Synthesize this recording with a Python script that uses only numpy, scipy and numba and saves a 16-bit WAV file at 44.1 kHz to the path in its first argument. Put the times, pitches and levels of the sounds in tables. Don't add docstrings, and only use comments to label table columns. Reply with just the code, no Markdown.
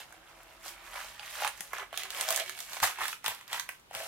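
import sys
import numpy as np
from scipy import signal
from scipy.fft import rfft, irfft
from scipy.io import wavfile
from scipy.ndimage import uniform_filter1d
from numba import njit

SR = 44100
rng = np.random.default_rng(int(sys.argv[2]) if len(sys.argv) > 2 else 0)


def master_out(mix):
    frames = np.transpose(np.atleast_2d(mix))
    ceiling = np.clip(frames, -1, 1)
    pcm = np.round(ceiling * 32767).astype(np.int16)
    wavfile.write(sys.argv[1], SR, pcm)


N = 179783

# low edge f/Hz, high edge f/Hz, rustle pitch scatter/oct, mean ring T60/cycles,
# rustle trim/dB, snap trim/dB, snap pitch scatter/oct, share of left-right balance (treble is shadowed more)
CANVAS = (486, 1091, 0.31, 8.5, -3, -1, -0.05, .4)
PAPER = (906, 4609, 0.63, 8.5, -2.7, 0.5, 0.5, 1.05)
FILM = (3804, 17000, 1.37, 7, -2.8, -.5, 2.2, 1.6)
MATERIALS = (CANVAS, PAPER, FILM)
# t/s, canvas f/Hz, film f/Hz, lowest air mode of roll f/Hz, left minus right level/dB
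HOLD = [(0, 720, 6500, 325, -2), (.8, 800, 7500, 340, -2.5), (1.45, 790, 6800, 400, -2.5),
        (2.0, 700, 6000, 393, -2.5), (2.45, 660, 8000, 373, -2.5), (2.75, 870, 8200, 370, -3),
        (3.3, 930, 8300, 375, -2.5), (3.7, 900, 8200, 380, -2), (3.95, 690, 7700, 370, -1)]
CREASES_PER_S = (600, 1500, 2500)
CREASE_SCATTER_DB, CREASE_MOST_DB = 1, 8


def rustle():
    levels_db, paper_hz = handling()
    canvas_hz, film_hz, _, pan_db = curves(HOLD)
    out = 0
    for material, rate, level_db, hz in zip(MATERIALS, CREASES_PER_S, levels_db, (canvas_hz, paper_hz, film_hz)):
        u = rng.random((int(rate * N / SR), 2))
        start = u[:, 0] * (N - 1)
        i = start.astype(int)
        size_db = np.minimum(-CREASE_SCATTER_DB * np.log(1 - u[:, 1]), CREASE_MOST_DB)
        spread_ms = np.full(len(i), .6)
        swarm = buckles(start, size_db, hz[i], pan_db[i], spread_ms, material, material[2], count=2)
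        out = out + unit(swarm) * undb(level_db + material[4])
    return out


# t/s, film level/dB, paper level/dB, canvas level/dB, paper f/Hz
SNAPS = [(0.1246, -40, -47, -59, 1340), (0.4319, -46, -62, -58, 1540), (0.6604, -41, -41, -41, 2060),
         (0.6809, -27, -60, -55, 1930), (0.9408, -33, -50, -44, 1360), (0.9574, -35, -30.5, -33, 1270),
         (1.045, -32, -50, -42, 2110), (1.1952, -45, -35, -43.5, 3000), (1.4214, -33, -30, -28.5, 1500),
         (1.4471, -23.5, -27, -29, 1390), (1.476, -21.5, -32.5, -41, 2220), (1.6068, -20, -52, -49, 2100),
         (1.7325, -30.5, -26, -34, 1430), (1.7833, -32.5, -33.5, -47, 1370), (1.8274, -47, -36, -39, 1380),
         (1.928, -37, -38, -34, 1600), (1.9414, -50, -34, -47, 1870), (1.9749, -21, -28, -43, 2700),
         (2.0338, -24, -36, -46, 2410), (2.0534, -36, -37, -42, 1150), (2.1044, -24, -33.5, -58, 2630),
         (2.1475, -33, -34, -52, 2170), (2.1735, -31, -36, -49, 1800), (2.2104, -16, -30, -36, 2120),
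         (2.2804, -25, -34, -36, 1940), (2.288, -16, -30, -37, 1340), (2.3052, -12.5, -31, -47, 1050),
         (2.3254, -18, -38, -34, 1180), (2.3456, -22, -36, -38, 3070), (2.3614, -17, -49, -56, 1180),
         (2.3754, -19, -31, -50, 2690), (2.3984, -22.5, -33, -36, 3230), (2.4608, -35, -42, -61, 2770),
         (2.4783, -35, -34, -61, 2920), (2.495, -22.5, -37, -75, 1450), (2.59, -30, -43, -68, 1720),
         (2.6039, -22.5, -40, -49, 3200), (2.6962, -33, -50, -51, 1330), (2.7327, -26, -51, -46.5, 1700),
         (2.7684, -31, -33, -34.5, 1740), (2.8016, -25.5, -31, -51, 1790), (2.828, -19.5, -23, -19, 1010),
         (2.8374, -21, -25, -26.5, 2780), (2.8954, -41, -37, -42, 1590), (2.9858, -35, -42, -36, 1580),
         (3.0071, -30, -34, -33, 1120), (3.0154, -30, -26, -42, 1150), (3.0544, -26, -27.5, -52, 1900),
         (3.0814, -18.5, -50, -57, 1040), (3.1288, -27, -29, -68, 1820), (3.243, -28, -32, -34, 1470),
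         (3.2615, -16.5, -23.5, -35, 2440), (3.2799, -15.5, -25.5, -45, 1090),
         (3.3174, -36, -38, -33.5, 1020), (3.3483, -32, -55, -61, 1350), (3.4111, -40, -45, -54, 1730),
         (3.479, -36, -53, -58, 1940), (3.5296, -21, -28, -35, 2480), (3.5444, -36, -35, -36, 1330),
         (3.5969, -18, -30.5, -61, 1700), (3.6905, -22, -27, -55, 1546), (3.7973, -45.5, -57, -68, 1050),
         (3.91, -46, -46, -43, 1480), (3.9414, -37, -41, -40, 1920), (3.9496, -23.5, -29, -47, 1730)]
SNAP_SPREAD_MS = (1.6, 1.9, 1.3)
SNAP_PAN_SCATTER_DB = 2.5
SNAP_FILM_HZ = 10260
SMALL_SNAPS, SMALL_OCTAVES = 80, 1.2
SMALL_SNAP_DB, SMALL_SCATTER_DB = (2, 3, 9), 4


def snaps():
    levels_db, paper_hz = handling()
    canvas_hz, film_hz, _, pan_db = curves(HOLD)
    s, film_db, paper_db, canvas_db, pitch_hz = np.transpose(SNAPS)
    small = rng.random((SMALL_SNAPS, 5))
    k = (small[:, 0] * (N - 1)).astype(int)
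    small_hz = paper_hz[k] * 2 ** (SMALL_OCTAVES * (small[:, 4] - .5))
    s, pitch_hz = np.r_[s, k / SR], np.r_[pitch_hz, small_hz]
    j = (s * SR).astype(int)
    snap_pan_db = pan_db[j] + SNAP_PAN_SCATTER_DB * rng.standard_normal(len(s))
    centres_hz = (canvas_hz[j], pitch_hz, np.sqrt(SNAP_FILM_HZ * film_hz[j]))
    out = 0
    for material, level_db, large_db, hz, above_db, luck, spread_ms in zip(
            MATERIALS, levels_db, (canvas_db, paper_db, film_db), centres_hz,
            SMALL_SNAP_DB, small[:, 1:4].T, SNAP_SPREAD_MS):
        small_db = level_db[k] + above_db + SMALL_SCATTER_DB * 2 * (luck - .5)
        snap_db = np.r_[large_db, small_db] + material[5]
        spread_ms = np.full(len(s), spread_ms)
        out = out + buckles(s * SR, snap_db, hz, snap_pan_db, spread_ms, material, material[6], count=24)
    return out


def crinkle():
    return signal.sosfilt(signal.butter(4, 505, "high", fs=SR, output="sos"), rustle() + snaps())


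# peak t/s, paper level/dB,
# hollow canvas level/dB, plastic film level/dB, paper f/Hz, rise/(s per first 20 dB), fall/(s per first 20 dB)
MOVES = [(0.0, -45.5, -52, -52, 1900, .1, .065), (0.1, -58, -58, -66, 1400, .2, .3),
         (0.29, -57, -62, -66, 1400, .1, .15), (0.39, -58, -59, -65, 1300, .15, .2),
         (0.51, -58, -61, -65, 1700, .15, .3), (0.675, -46, -51, -46.5, 1680, .085, .09),
         (0.76, -55, -61, -64, 1500, .1, .2), (0.87, -51, -57, -57, 1500, .15, .2),
         (0.975, -44, -51, -50, 1400, .12, .2), (1.07, -49.5, -57, -53, 2060, .2, .17),
         (1.225, -49, -56, -57, 1870, .045, .3), (1.36, -45.5, -58, -48, 2100, .25, .2),
         (1.44, -35.5, -39.5, -40.5, 1650, .1, .08), (1.61, -53, -59, -54, 1850, .2, .25),
         (1.74, -42, -51, -52, 1600, .03, .15), (1.8, -42, -54, -58, 1330, .08, .06),
         (1.935, -49, -55, -62, 1890, .015, .1), (1.99, -39.5, -53, -47, 2280, .07, .09),
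         (2.055, -47, -52, -56, 1400, .04, .05), (2.11, -47, -59, -53, 2390, .04, .2),
         (2.21, -39, -44, -41, 1860, .14, .12), (2.32, -36.5, -44, -41, 1950, .14, .15),
         (2.41, -40, -43, -47, 2230, .12, .04), (2.49, -47, -62, -51, 2650, .08, .11),
         (2.6, -49, -57, -47.5, 2300, .12, .14), (2.75, -45.5, -52, -45, 1860, .14, .12),
         (2.833, -28, -33.5, -28, 1620, .016, .075), (2.9, -44, -56, -49, 1750, .08, .13),
         (3.03, -35, -43, -42, 1650, .075, .09), (3.1, -48, -58, -44, 2050, .15, .09),
         (3.25, -39, -45, -43, 1470, .012, .08), (3.29, -40.5, -44, -44, 1800, .06, .085),
         (3.39, -55, -63, -59, 1700, .1, .15), (3.54, -37, -44, -42, 1770, .06, .11),
         (3.69, -54, -69, -55, 1720, .015, .12), (3.96, -44, -44.5, -46, 1800, .055, .8)]
STEEPNESS = (1.1, .95, 1.1)


def handling():
    s, paper_db, canvas_db, film_db, hz, rise_s, fall_s = np.transpose(MOVES)
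    power = [swells(s, db, rise_s / k, fall_s / k) for db, k in zip((canvas_db, paper_db, film_db), STEEPNESS)]
    pitch_hz = np.exp(np.log(hz) @ power[1] / power[1].sum(axis=0))
    return [fine(10 * np.log10(p.sum(axis=0))) for p in power], fine(pitch_hz)


# t/s, left lag/ms
LAG = [(0, 0.012), (2, 0.025), (3, 0.074), (4.08, 0.083)]
PAN_SCATTER_DB, LAG_SCATTER_MS = 3.5, 0.043


def buckles(start, db, centre_hz, pan_db, spread_ms, material, octaves, count):
    lo_hz, hi_hz, _, cycles = material[:4]
    shape = (len(start), count, 3)
    u, g = rng.random(shape), rng.standard_normal(shape)
    hz = centre_hz[:, None] * 2 ** (octaves * g[..., 2])
    hz = np.minimum(np.maximum(hz, lo_hz ** 2 / hz), hi_hz ** 2 / hz)
    hz = np.clip(hz, lo_hz / 2, hi_hz)
    late = -np.log(1 - u[..., 0])
    right = start[:, None] + spread_ms[:, None] * late * SR / 1000
    size = undb(db)[:, None] * np.sqrt(hz / centre_hz[:, None])
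    size = size * np.exp(-.4 * late) * np.sign(u[..., 1] - .5)
    t60 = cycles * (.5 + u[..., 2]) / hz
    pan = undb((material[7] * pan_db[:, None] + PAN_SCATTER_DB * g[..., 0]) / 2)
    lag_ms = np.interp(start / SR, *np.transpose(LAG))[:, None] + LAG_SCATTER_MS * g[..., 1]
    left = right + lag_ms * SR / 1000
    return np.array([ring(left.ravel(), hz.ravel(), t60.ravel(), (size * pan).ravel(), count=N),
                     ring(right.ravel(), hz.ravel(), t60.ravel(), (size / pan).ravel(), count=N)])


# peak t/s, level/dB, rise/(s per first 20 dB), fall/(s per first 20 dB)
TUBE_SWELLS = [(.65, -72, 1.2, .5), (1.82, -64, .1, .07), (1.94, -65, .03, .06), (2.06, -63, .08, .07),
               (2.2, -66, .1, .07), (2.38, -64, .06, .07), (2.51, -66, .1, .08), (2.86, -62, .05, .06),
               (3.02, -62, .05, .08), (3.53, -70, .08, .08), (4.0, -77, .2, 1.5)]
# peak t/s, level/dB, rise/(s per first 20 dB), fall/(s per first 20 dB)
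HOLLOW_SWELLS = [(.4, -67, .2, 1.3), (1.94, -51, .025, .05), (2.31, -42, .09, .15), (2.41, -40, .13, .045),
                 (3.97, -53, .06, 3)]
HOLLOW_HZ, TUBE_WIDTH_HZ = 652, 23


def tube():
    balance = undb(np.array([[-.7], [.7]]))
    out = 0
    for hz, table in ((curves(HOLD)[2], TUBE_SWELLS), (np.full(N, 1. * HOLLOW_HZ), HOLLOW_SWELLS)):
        air = svf(svf(rng.standard_normal(N), hz, TUBE_WIDTH_HZ), hz, 2 * TUBE_WIDTH_HZ)
        level = fine(np.sqrt(swells(*np.transpose(table)).sum(axis=0)))
        out = out + unit(air) * level * balance
    return out


# t/s, level/dB, f/Hz, T60/s
THUDS = [(1.447, -60, 202, 0.068), (1.6, -55.5, 190, 0.077), (2.308, -63, 205, 0.12),
         (2.822, -45, 102, 0.12), (3.01, -55, 61.9, 0.11), (3.077, -64, 248, 0.072),
         (3.259, -59.5, 136, 0.12), (3.281, -55.5, 106, 0.14), (3.53, -62, 61.9, 0.13),
         (3.948, -58, 113, 0.12)]


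def thuds():
    s, db, hz, t60 = np.transpose(THUDS)
    low = ring(s * SR, hz, t60, undb(db - 1), count=N)
    overtone = ring(s * SR, 1.9 * hz, .5 * t60, undb(db - 2.0), count=N)
    return low + overtone


ROOM_T60_S, ROOM_DB, ROOM_GAP_S = 0.2, -3.5, 0.00067


def room(dry, count=10):
    t = np.arange(int(.3 * SR)) / SR
    fade = (1 - np.exp(-t / ROOM_GAP_S)) * undb(-60 * t / ROOM_T60_S)
    place, out = np.linspace(0, count - 1, N), np.zeros((2, N))
    for k in range(count):
        mid, side = rng.standard_normal((2, len(t)))
        side = signal.lfilter(*signal.butter(2, 1500, "high", fs=SR), side)
        tail = (mid + side * np.array([[1], [-1]])) * fade
        tail = tail / np.linalg.norm(tail, axis=1)[:, None]
        near = np.flatnonzero(np.abs(place - k) < 1)
        part = dry[:, near] * np.cos(np.pi / 2 * (place[near] - k))
        wet = signal.fftconvolve(part, tail, axes=1)[:, :N - near[0]]
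        out[:, near[0]:near[0] + wet.shape[1]] += wet
    return undb(ROOM_DB) * out


# f/Hz, relative density level/dB
AIR = [(15, -38), (25, -8), (80, -2.5), (120, -2), (250, -7), (500, -2.5), (1000, 0.5), (2000, -8),
       (4000, -11.5), (8000, -20), (16000, -20.5)]
AIR_DB = -62.5


def air_hiss():
    hz = np.maximum(np.arange(N // 2 + 1) * SR / N, 20)
    mid, side = irfft(rfft(rng.standard_normal((2, N))) * undb(colour_db(AIR, hz)), N)
    side = 0.54 * side + signal.lfilter(*signal.butter(1, 900, "high", fs=SR), side)
    return unit(mid + side * np.array([[1], [-1]])) * undb(AIR_DB)


# t/s, gain level/dB
RUMBLE = [(0.0, -81), (1.04, -66), (1.15, -71), (1.6, -72), (2.1, -78), (4.08, -82)]
RUMBLE_FOLLOW_DB = -32


def rumble():
    centre_hz = np.full(N, 49.)
    low = [unit(svf(svf(rng.standard_normal(N), centre_hz, 20.0), centre_hz, 43.0)) for _ in range(2)]
    phase = 2 * np.pi * 44.0 * np.arange(N) / SR + 2.2 * uniform_filter1d(low[1], SR // 8)
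    hum = 0.63 * np.sin(phase)
    canvas_db = handling()[0][0]
    gain = np.hypot(undb(curves(RUMBLE)[0]), undb(canvas_db + RUMBLE_FOLLOW_DB))
    return (hum + 0.4 * low[0] + 0.15 * low[1] * np.array([[1], [-1]])) * gain


@njit
def ring(start, hz, t60, size, count):
    out = np.zeros(count)
    for k in range(len(start)):
        i = int(np.ceil(start[k]))
        s = (2j * np.pi * hz[k] - np.log(1000) / t60[k]) / SR
        q = np.exp(-2 * hz[k] / SR)
        p = np.exp(s)
        z = size[k] * np.exp(s * (i - start[k]))
        a = q ** (i - start[k])
        for n in range(max(i, 0), min(i + int(.6 * t60[k] * SR) + 1, count)):
            out[n] += z.imag * (1 - a)
            z *= p
            a *= q
    return out


@njit
def svf(x, hz, width):
    y, b, l = np.empty(len(x)), 0., 0.
    for i in range(len(x)):
        g, k = np.tan(np.pi * hz[i] / SR), width / hz[i]
        v = (b + g * (x[i] - l)) / (1 + g * (g + k))
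        b, l, y[i] = 2 * v - b, l + 2 * g * v, k * v
    return y


STEP = 32
SWELL_BEND = 1.4


def swells(s, db, rise_s, fall_s):
    t = np.arange(0, N, STEP) / SR - s[:, None]
    away = np.where(t < 0, -t / rise_s[:, None], t / fall_s[:, None])
    level_db = np.maximum(db[:, None] - 20 * away ** SWELL_BEND, -140)
    return undb(2 * level_db)


def fine(x):
    return np.repeat(x, STEP)[:N]


def curves(table):
    s, *columns = np.transpose(table)
    return [np.interp(np.arange(N) / SR, s, c) for c in columns]


def colour_db(table, hz):
    table_hz, db = np.transpose(table)
    return np.interp(np.log(hz), np.log(table_hz), db)


def undb(db):
    return 10 ** (np.asarray(db) / 20)


def unit(x):
    return x / np.sqrt(np.mean(x ** 2))


def scene():
    sheets = crinkle()
    return sheets + room(sheets) + tube() + thuds() + air_hiss() + rumble()


# f/Hz, level/dB
COLOUR = [(300, 6.5), (500, 0.5), (800, -1.5), (1100, -1), (1600, 0.5), (2500, 2.5), (3300, 3.5),
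          (4500, 1.5), (6500, 3.5), (10000, 4), (14000, 4), (17000, -7.5)]
TOP_HZ = 16000


def record(dry):
    hz = np.linspace(1, SR / 2, 257)
    gain = undb(2 * colour_db(COLOUR, hz))
    taps = signal.minimum_phase(signal.firwin2(511, np.linspace(0, 1, 257), gain))
    coloured = signal.fftconvolve(dry, taps[None], axes=1)[:, :N]
    return signal.sosfilt(signal.ellip(10, .2, 80, TOP_HZ, fs=SR, output="sos"), coloured)


dry = scene()
out = record(dry)
master_out(out)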